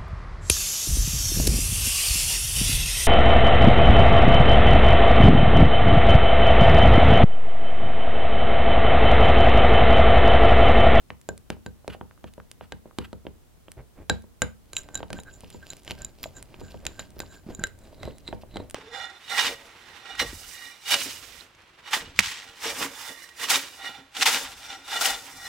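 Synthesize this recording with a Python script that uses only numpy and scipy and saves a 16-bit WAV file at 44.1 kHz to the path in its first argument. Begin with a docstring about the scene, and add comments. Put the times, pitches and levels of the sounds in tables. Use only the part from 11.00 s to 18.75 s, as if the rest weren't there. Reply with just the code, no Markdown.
"""Booming knocks and short clinks: a thin steel spatula stirs thick icing in a glass bowl on a table.
Each impact drives the low modes of the table top, and some excite the high modes of the glass. From about
halfway, stick-slip friction makes the bowl rub and sing and the paste squelch; air pockets pop throughout.
For the last second the bowl is a fluted one with other natural frequencies.
A small kitchen reverberates over a low hum."""
import sys
import numpy as np
from scipy import signal
from scipy.fft import rfft, irfft, next_fast_len
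from scipy.io import wavfile
from scipy.ndimage import uniform_filter1d

SR = 44100
rng = np.random.default_rng(int(sys.argv[2]) if len(sys.argv) > 2 else 0)


def wrap_up_sound(samples):
    """Save the sound to the file named by the first command line argument, as 16-bit audio."""
    columns = np.atleast_2d(samples).T
    # keep every value between -1 and 1, then stretch to whole-number steps
    tamed = np.clip(columns, -1, 1)
    steps = np.round(tamed * 32767).astype(np.int16)
    wavfile.write(sys.argv[1], SR, steps)


N = 341775
TIME = np.arange(N) / SR
FLUTED_FROM_S = 6.75

# normal modes of the two bowls: f/Hz, t60/s, level/dB
PLAIN_MODES = [(1571.5, 0.066, 2), (3933, 0.053, -0.5), (7124, 0.024, 2), (10850, 0.027, -19.5),
               (13500, 0.028, -23)]
FLUTED_MODES = [(2050, 0.029, -5), (3976, 0.018, -1), (7270, 0.0081, 5.5), (7970, 0.012, 3),
                (13300, 0.029, -16)]


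def amp(db):
    """Amplitude ratio of a level."""
    return 10 ** (np.asarray(db) / 20)


def unit(x):
    """Normalisation to rms 1."""
    return x / np.sqrt(np.mean(x ** 2))


def add(track, s, sound):
    """Superposition of a sound from time s."""
    i = int(s * SR)
    track[i:i + len(sound)] += sound[:N - i]


def through(x, response):
    """Convolution with an impulse response."""
    return signal.fftconvolve(x, response)[:N]


def bin_gains(spectrum, size):
    """Interpolation of (f/Hz, level/dB) points over log frequency."""
    hz, db = np.transpose(spectrum)
    return amp(np.interp(np.log(np.fft.rfftfreq(size, 1 / SR) + 1), np.log(hz), db))


def tint(x, spectrum):
    """Zero-phase filtering by a spectral envelope."""
    size = next_fast_len(x.shape[-1])
    return irfft(rfft(x, size) * bin_gains(spectrum, size), size)[..., :x.shape[-1]]


def ring(hz, t60, phase=0, size=SR // 6):
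    """Damped oscillator with gain 1 at resonance."""
    t, rate = np.arange(size) / SR, np.log(1000) / t60
    return 2 * rate / SR * np.exp(-rate * t) * np.sin(2 * np.pi * hz * t + phase)


def strikes(blows, modes):
    """Modal superposition: every blow excites the same free vibration."""
    out, response = np.zeros(N), sum(amp(db) * ring(hz, t60) for hz, t60, db in modes)
    for s, db in blows:
        add(out, s, amp(db) * response)
    return out


def slips(per_s, spread_db):
    """Stick-slip friction as a Poisson train of clicks."""
    size_db = spread_db * np.clip(rng.standard_normal(N), -2, 2)
    slipping = rng.random(N) < per_s / SR
    return unit(slipping * rng.choice([-1, 1], N) * amp(size_db))


def swells(rows):
    """Amplitude envelope of raised-cosine humps."""
    return sum(amp(db) * np.cos(np.pi / 2 * np.clip((TIME - s) / (0.75 * length), -1, 1)) ** 2
               for s, length, db in rows)


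def strokes(rows, push_share=0.44, end_drop_db=21, roundness=1.21):
    """One envelope per level column: each stroke builds to its hardest push and lets go."""
    gains = 0
    for s, length, *dbs in rows:
        reach = np.maximum((s - TIME) / push_share, (TIME - s) / (1 - push_share)) / length
        near = reach < 3
        shape = np.zeros(N)
        shape[near] = amp(-end_drop_db * reach[near] ** roundness)
        gains = gains + np.outer(amp(dbs), shape)
    return gains


def room_hum(mid_db=-59.5):
    """Ambient noise: low hum under an even hiss, partly coherent between the two sides."""
    # noise spectrum: f/Hz, level/dB
    spectrum = [(15, -26), (25, 2.5), (78, 2.5), (2280, -24), (2910, -23.5), (3920, -25), (4740, -26.5),
                (6050, -26.5), (8590, -26.5), (14000, -28), (16000, -28)]
    mid, side = (unit(tint(noise, spectrum)) for noise in rng.standard_normal((2, N)))
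    side = tint(side, [(30, -2), (65, 4.5), (160, 2), (600, -1), (3000, -1.5), (8000, 0)])
    return amp(mid_db) * np.array([mid + side, mid - side])


def kitchen(x, t60=0.23, onset_s=0.0014, width=0.71, gain_db=-1):
    """Reverberation: reflections from near walls build up quickly and decay exponentially."""
    # room response: f/Hz, level/dB
    spectrum = [(30, -19), (120, -22), (260, -7), (520, -7.5), (1200, -12), (3000, -16), (7000, -22),
                (16000, -19)]
    t = np.arange(SR // 2) / SR
    fade = np.exp(-np.log(1000) * t / t60) * (1 - np.exp(-(t / onset_s) ** 2))
    tails = tint(rng.standard_normal((2, len(t))), spectrum) * fade / np.linalg.norm(fade)
    mid, side = (through(x, tail) for tail in tails)
    return amp(gain_db) * np.array([mid + width * side, mid - width * side])


def from_right(x, lag_samples, pan_db):
    """Time and level differences: the bowl is to the right, so the left is later and softer."""
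    size = next_fast_len(N)
    delay = np.exp(-2j * np.pi * np.fft.rfftfreq(size) * lag_samples)
    left = irfft(rfft(x, size) * delay, size)[:N]
    return np.array([amp(pan_db / 2) * left, amp(-pan_db / 2) * x])


def stirring(start_s=3.72, end_s=7.75, idle_rub_db=-59, idle_squelch_db=-79.5):
    """Viscous drag: envelopes of rubbing and squelch, with light steady motion between strokes."""
    # strokes through the paste: hardest push t/s, length/s, rub level/dB, squelch level/dB
    pushes = [(3.78, 0.36, -48.5, -60), (3.97, 0.17, -41.5, -54), (4.15, 0.11, -38, -53),
              (4.29, 0.33, -54, -73), (4.44, 0.36, -54, -58.5), (4.56, 0.14, -50, -52.5),
              (4.71, 0.22, -56, -46), (4.9, 0.17, -47, -50), (5.02, 0.2, -42.5, -53.5),
              (5.235, 0.16, -48.5, -49), (5.38, 0.16, -44.5, -57), (5.6, 0.41, -46.5, -56.5),
              (5.72, 0.061, -54, -52.5), (5.865, 0.16, -38.5, -61), (6.005, 0.19, -48, -53),
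              (6.21, 0.28, -43.5, -57), (6.345, 0.077, -53, -52), (6.5, 0.067, -38, -47),
              (6.62, 0.13, -37.5, -52), (6.86, 0.28, -44.5, -63.5), (7.055, 0.19, -34, -53.5),
              (7.32, 0.32, -46.5, -64), (7.58, 0.21, -37.5, -63)]
    rub, squelch = strokes(pushes)
    moving = np.clip((TIME - start_s) * 20, 0, 1) * (TIME < end_s)
    return rub + amp(idle_rub_db) * moving, squelch + amp(idle_squelch_db) * moving


def bowl_rubbing(envelope, rub_db=-4, shift_db=-1):
    """Sliding friction: the bowl rubs dully with each stroke and as it shifts on the table."""
    # friction spectrum: f/Hz, level/dB
    spectrum = [(50, 9), (110, 7.5), (190, 0), (320, 0.5), (450, -4.5), (620, -3.5), (900, -11.5),
                (1300, -16.5), (2200, -18.5), (4000, -36), (16000, -59.5)]
    # shifts of the bowl: middle t/s, length/s, level/dB
    shifts = [(1.87, 0.048, -50.5), (2.795, 0.056, -40.5), (3.0, 0.085, -43.5), (6.5, 0.11, -46.5)]
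    friction = unit(tint(slips(per_s=690, spread_db=0), spectrum))
    return friction * (amp(rub_db) * envelope + amp(shift_db) * swells(shifts))


def crackle(per_s=28, cycles=10):
    """Cavity resonance: tiny air pockets of five sizes burst and ring briefly."""
    pitches = np.geomspace(2000, 9000, 5)
    return unit(sum(unit(through(slips(per_s, spread_db=6), ring(hz, cycles / hz))) for hz in pitches))


def paste_squelch(envelope, crackle_db=-5, tick_db=-7, patches_per_s=55, patchy_db=6):
    """Adhesion: paste clings and lets go, so it crackles in uneven patches among small pops."""
    # wet paste spectrum: f/Hz, level/dB
    spectrum = [(100, 15), (700, 9.5), (1700, -3.5), (2800, 7.5), (3800, 4), (4900, 6.5), (6200, -2),
                (9800, -6.5), (12000, -1), (13900, -1), (16000, -15)]
    paste = unit(tint(slips(per_s=3800, spread_db=5) + amp(crackle_db) * crackle(), spectrum))
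    ticks = unit(tint(slips(per_s=51, spread_db=7), spectrum))
    hold = int(SR / patches_per_s)
    steps = rng.standard_normal(N)[np.arange(N) // hold]
    patches = unit(amp(patchy_db * uniform_filter1d(steps, hold // 2)))
    return (paste * patches + amp(tick_db) * ticks) * envelope


def paste_smears():
    """Shear: quick passes of the blade through paste merge dense slips into a hiss."""
    # smears: middle t/s, length/s, level/dB
    smears = [(.525, 0.045, -54), (.903, 0.019, -45.5), (.935, 0.039, -46.5), (1.278, 0.028, -54),
              (1.635, 0.051, -56.5), (2.02, 0.037, -53), (2.05, 0.023, -45)]
    # their spectrum: f/Hz, level/dB
    spectrum = [(200, -25), (700, -4), (1500, 4), (2200, -0.5), (2900, 5.5), (3700, -6), (4600, -7),
                (5600, -17), (12500, -15), (14200, -10), (16000, -30)]
    return unit(tint(slips(per_s=4500, spread_db=0), spectrum)) * swells(smears)


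def plops(rise_per_cycle=0.011):
    """Cavity resonance: a pocket opens behind the blade and rings, rising in pitch."""
    # air pockets: t/s, starting f/Hz, cycles to fall 60 dB, peak level/dB
    pockets = [(.846, 664, 5.4, -34), (.948, 720, 11, -31), (1.111, 1440, 3.5, -32),
               (1.177, 1270, 7.9, -43), (1.401, 1310, 4.4, -28), (1.911, 1130, 6.4, -37),
               (4.005, 580, 7.9, -40), (4.031, 1140, 11, -31), (4.035, 650, 4.7, -32),
               (4.1424, 255, 5, -27.5), (4.437, 580, 11, -38), (5.258, 617, 13, -25.5),
               (5.614, 440, 8.7, -31), (5.745, 740, 7, -33.5), (5.909, 1010, 12, -44),
               (6.235, 890, 8.1, -32.5), (6.465, 202, 5.9, -29), (6.489, 312, 11, -28),
               (6.508, 463, 12, -33), (6.592, 190, 2.7, -21), (6.611, 160, 7, -30)]
    out, t = np.zeros(N), np.arange(SR // 12) / SR
    for s, hz, cycles, db in pockets:
        age = hz * t  # in cycles
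        envelope = amp(db - 60 * age / cycles)
        add(out, s, envelope * np.sin(2 * np.pi * age * (1 + rise_per_cycle * age)))
    return out


def glass(hz, t60, split=0.0072, twin=0.39):
    """Mode splitting: the uneven load of paste and fingers makes a glass mode a doublet."""
    return ring(hz * (1 - split / 2), t60) + twin * ring(hz * (1 + split), t60)


def grating(modes, envelopes, t60_scale):
    """Forced vibration: the dragging blade drives the glass modes while its pressure damps them."""
    drag = slips(per_s=1800, spread_db=9)
    return sum(amp(db) * unit(through(drag, glass(hz, t60 * t60_scale))) * envelope
               for (hz, t60, db), envelope in zip(modes, envelopes))


def singing_glass(plain_db=-2, fluted_db=-2, second_mode_db=-7):
    """Frictional excitation: scrapes sound the plain bowl, then the fluted one."""
    # scrapes: hardest push t/s, length/s, low-mode level/dB, high-mode level/dB
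    scrapes = [(3.78, 0.081, -51, -37), (3.95, .2, -52, -60), (4.18, 0.076, -49, -52),
               (4.28, 0.056, -44.5, -68), (4.34, .1, -65, -51.5), (4.55, 0.11, -64, -55),
               (4.635, 0.044, -46.5, -73), (4.71, 0.12, -58, -52), (4.9, 0.12, -58, -56),
               (5.02, .15, -53, -66), (5.25, 0.061, -66, -45.5), (5.37, 0.065, -53.5, -47),
               (5.67, 0.33, -59, -60), (5.92, .08, -64, -62), (6.0, 0.14, -54, -57),
               (6.22, 0.073, -51.5, -53), (6.33, 0.14, -52, -54), (6.53, 0.11, -64, -60),
               (6.63, .14, -50.5, -67), (6.84, 0.17, -65, -71), (7.06, 0.26, -53, -73),
               (7.285, 0.062, -41, -62), (7.57, .14, -46.5, -71)]
    low, high = strokes(scrapes)
    second = amp(second_mode_db) * np.sqrt(low * high)
    plain = grating(PLAIN_MODES, (low, second, high, high, high), t60_scale=0.74)
    fluted = grating(FLUTED_MODES, (low / 2, low, high, high, high), t60_scale=0.8)
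    return np.where(TIME < FLUTED_FROM_S, amp(plain_db) * plain, amp(fluted_db) * fluted)


def blade_ticks():
    """Free vibration of the steel blade as it flicks off the wall."""
    # flicks: t/s, level/dB
    flicks = [(.503, -33), (.879, -30), (1.722, -24), (5.231, 12), (5.239, 3), (5.853, -22), (5.866, -11),
              (6.185, -6), (6.192, 6), (6.203, -2)]
    # blade modes: f/Hz, t60/s, level/dB
    modes = [(5100, 0.0017, -18.5), (11030, 0.012, -17), (13800, 0.014, -2)]
    return strikes(flicks, modes)


def bowl_rocking():
    """Damped oscillation: hard blows rock the bowl on its foot with a hollow note."""
    # hard blows: t/s, level/dB
    blows = [(3.105, 14), (3.426, 19), (7.081, 12), (7.333, 13.5), (7.603, 13.5)]
    # rocking modes: f/Hz, t60/s, level/dB
    modes = [(496, 0.086, 3), (913, 0.0456, -9)]
    return strikes(blows, modes)


def clinks(gain_db=-1, detune=0.0075):
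    """Free vibration of glass, damped by paste and hand; pitch varies with the place of the blow."""
    # blade on bare glass: t/s, level/dB of mode 1, of mode 2, of the higher modes
    hits = [(0.2889, 12.5, -5, 6.5), (0.6627, 5.5, -2, -3), (1.7214, 4, -8, -12), (3.0981, 25.5, 27, 17),
            (3.4193, 22, 17.5, 22.5), (3.732, -3, 3, -1.5), (3.7669, -14, 19, 18.5), (3.9452, -8, -1, 7),
            (3.9539, -4, 14.5, 17.5), (3.9761, -2, 6.5, 3), (4.1045, 1, -17, -24), (4.2013, -20, -1, -4),
            (4.703, -19, 9, 7.5), (5.019, -12, -13, 4), (5.0475, -21, 3.5, 13), (5.2389, -3, 7.5, 0),
            (5.8662, -11, 8, 12.5), (5.995, 4.5, 8, 7.5), (6.204, 1, 1, 2), (6.549, -12, -4, 5.5),
            (6.5947, 6, -12, -0.5), (6.638, 21.5, 15, 18.5), (7.031, 9, -3, -23), (7.278, 1, 7, -27),
            (7.5705, 4, 4.5, -19.5)]
    out = np.zeros(N)
    for (s, first, second, upper), shifts in zip(hits, rng.standard_normal((len(hits), len(PLAIN_MODES)))):
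        modes = PLAIN_MODES if s < FLUTED_FROM_S else FLUTED_MODES
        for (hz, t60, db), hit_db, shift in zip(modes, (first, second, upper, upper, upper), shifts):
            add(out, s, amp(gain_db + hit_db + db) * glass(hz * (1 + detune * shift), t60))
    return out


def table_boom(force, build_s=0.0068, gain_db=-1, fluted_db=-6):
    """Sounding board: the table top and the air above it resonate just after each thud."""
    # their modes: f/Hz, t60/s, mid level/dB, side level/dB
    modes = [(48.2, 0.36, -6, 9), (64.5, 0.34, 16, -2.5), (91.8, 0.28, 14, -35), (136.9, 0.19, 8, 11.5),
             (181.6, 0.19, 6.5, 20.5), (220.3, 0.45, 1, 17), (298, 0.12, 6, -28), (402.6, 0.039, 7, 10),
             (466, 0.96, -7, -47), (494.7, 0.1, 8.5, -21), (665, 0.33, -17, -18), (717, 0.043, -31, 5.5),
             (960, 0.023, 5.5, -22.5)]
    size = SR // 2
    build = 1 - np.exp(-np.arange(size) / SR / build_s)
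    force = force * amp(fluted_db * (TIME > FLUTED_FROM_S))  # the smaller bowl shakes the table less
    in_phase = sum(amp(db) * ring(hz, t60, size=size) for hz, t60, db, _ in modes)
    quadrature = sum(amp(db) * ring(hz, t60, -np.pi / 2, size=size) for hz, t60, _, db in modes)
    mid, side = through(force, build * in_phase), through(force, build * quadrature)
    return amp(gain_db) * np.array([mid + side, mid - side])


def bending_pulse(spectrum, size=1024, dispersion=0.046):
    """Dispersion: a minimum-phase pulse spreads as a bending wave, its lows arriving last."""
    cepstrum = irfft(np.log(bin_gains(spectrum, size)))
    cepstrum[1:size // 2] *= 2
    cepstrum[size // 2 + 1:] = 0
    phase_lag = dispersion * np.sqrt(np.fft.rfftfreq(size, 1 / SR))
    wave = irfft(np.exp(rfft(cepstrum) - 1j * phase_lag))
    return wave * np.hanning(2 * size)[size:]


def impacts(chatter=0.16, chatter_s=0.0019, fluted_bass_db=-5):
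    """Impulsive excitation: a short push, then chatter; returns sound and force on the table."""
    # blade strikes the wall: t/s, level/dB of thud (lows), of crack (mids), of snap (treble)
    blows = [(.1038, .5, -3, -36), (.2893, 7, -7, -14.5), (.5027, 7.5, 0.5, -10.5), (.6629, 5.5, -10, -22),
             (.8788, 7, -6, -16.5), (1.0119, 2, -16, -62), (1.242, 2, -11.5, -36),
             (1.6103, -1.5, -11.5, -50), (1.7224, 4, -3, -21), (1.9864, 10, 2.5, -10),
             (2.13, 3.5, -13, -28), (2.2675, 1, -8.5, -44), (2.6829, -9, -14, -77), (3.0973, 18, 15, -4),
             (3.4194, 14, 15, 0.5), (3.733, -11, -11, -11.5), (3.7669, -46, 9.5, -22),
             (3.8883, -10, -15.5, -32), (3.9537, -9, -1, -22), (4.0045, -0.5, -17, -46),
             (4.0299, 2, -5, -39), (4.104, 4.5, -13, -22), (4.1304, 0, 1, -10.5), (4.1885, -1.5, -8.5, -45),
             (4.878, -12.5, -2, -29), (4.909, 2.5, 0.5, -12), (5.2401, -14, -0.5, -17),
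             (5.5428, -15, -10.5, -54), (5.8531, -5, -8.5, -12), (5.8665, -9, 7.5, -3.5),
             (5.9936, -4.5, -5.5, -22), (6.2028, -1, 2, -11.5), (6.6388, -3.5, 10, -9),
             (7.0323, 8.5, -11, -25), (7.2785, -22, -6.5, -36), (7.2871, 4, -17, -36),
             (7.3277, 12, -11, -53), (7.5591, 7, -22, -27), (7.5692, 5, -6, -30), (7.7448, 13, -0.5, -12.5)]
    # bowl bumps the table: t/s, thud level/dB
    bumps = [(0.5667, -11.5), (.9477, -5.5), (1.3796, -1), (1.8569, -7.5), (2.252, -6.5), (3.241, -12.5),
             (4.4353, -4), (4.546, 0), (5.2584, -6), (5.6144, 3), (5.7435, 3), (6.1664, -6), (6.5071, -5),
             (6.9285, -5.5), (7.0766, 5.5), (7.4348, -3.5), (7.5998, 5.5)]
    # bubbles burst in the paste: t/s, snap level/dB
    pops = [(.2142, -23.5), (0.3779, -18.5), (1.3377, -23), (1.5147, -11.5), (2.7181, -14), (3.222, -29),
            (3.8336, -23), (4.2005, -20), (4.2348, -19.5), (4.407, -19.5), (4.503, -16.5), (4.7684, -20),
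            (4.795, -29), (4.834, -27), (4.849, -21), (5.0495, -20), (5.4268, -12), (6.105, -25),
            (6.671, -14.5), (6.7894, -26), (7.1835, -21), (7.699, -15.5), (7.7097, -13.5)]
    events = list(blows)
    events += [(s, db, db - 28.5, db - 59) for s, db in bumps]
    events += [(s, db - 10, db - 2, db) for s, db in pops]
    sound, force, t = np.zeros(N), np.zeros(N), np.arange(SR // 100) / SR
    grit = tint(rng.standard_normal((len(events), len(t))), [(400, 1.5), (2000, -3.5)])
    for (s, thud_db, crack_db, snap_db), noise in zip(events, grit):
        low_db = thud_db + fluted_bass_db * (s > FLUTED_FROM_S)
        # spectrum of the pulse: f/Hz, level/dB
        thud = [(20, low_db - 20), (100, low_db - 4), (220, low_db - 2),
                (350, thud_db), (600, thud_db - 1)]
        crack = [(1200, (thud_db + crack_db) / 2 - 3), (2100, crack_db - 3.5),
                 (3200, crack_db - 3), (5500, (crack_db + snap_db) / 2 - 6.5)]
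        snap = [(10000, snap_db), (12200, snap_db - 16), (13900, snap_db - 3), (16000, snap_db - 21)]
        bounce = chatter * noise * np.exp(-t / chatter_s)
        bounce[0] = 1  # the push itself
        add(sound, s, -np.convolve(bending_pulse(thud + crack + snap), bounce))
        add(force, s, np.array([amp(thud_db)]))
    return sound, force


def scene(rub_to_table_db=-11):
    """Superposition of direct sound, table resonance, reverberation and hum."""
    knocks, force = impacts()
    rub_envelope, squelch_envelope = stirring()
    rubbing = bowl_rubbing(rub_envelope)
    paste = paste_squelch(squelch_envelope) + paste_smears() + plops()
    contact = knocks + rubbing + paste + blade_ticks()
    bowl = singing_glass() + clinks() + bowl_rocking()
    direct = from_right(contact, lag_samples=1.19, pan_db=-1.9)
    direct += from_right(bowl, lag_samples=0.74, pan_db=-2.5)
    boom = table_boom(force + amp(rub_to_table_db) * rubbing)
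    return direct + boom + kitchen(contact + bowl) + room_hum()


def record(dry, ceiling=0.39, cutoff_hz=16000):
    """Soft saturation rounds the loudest peaks; a low-pass filter cuts the top."""
    rounded = ceiling * np.tanh(dry / ceiling)
    return signal.sosfilt(signal.ellip(10, .2, 90, cutoff_hz, fs=SR, output="sos"), rounded)


dry = scene()
out = record(dry)
wrap_up_sound(out)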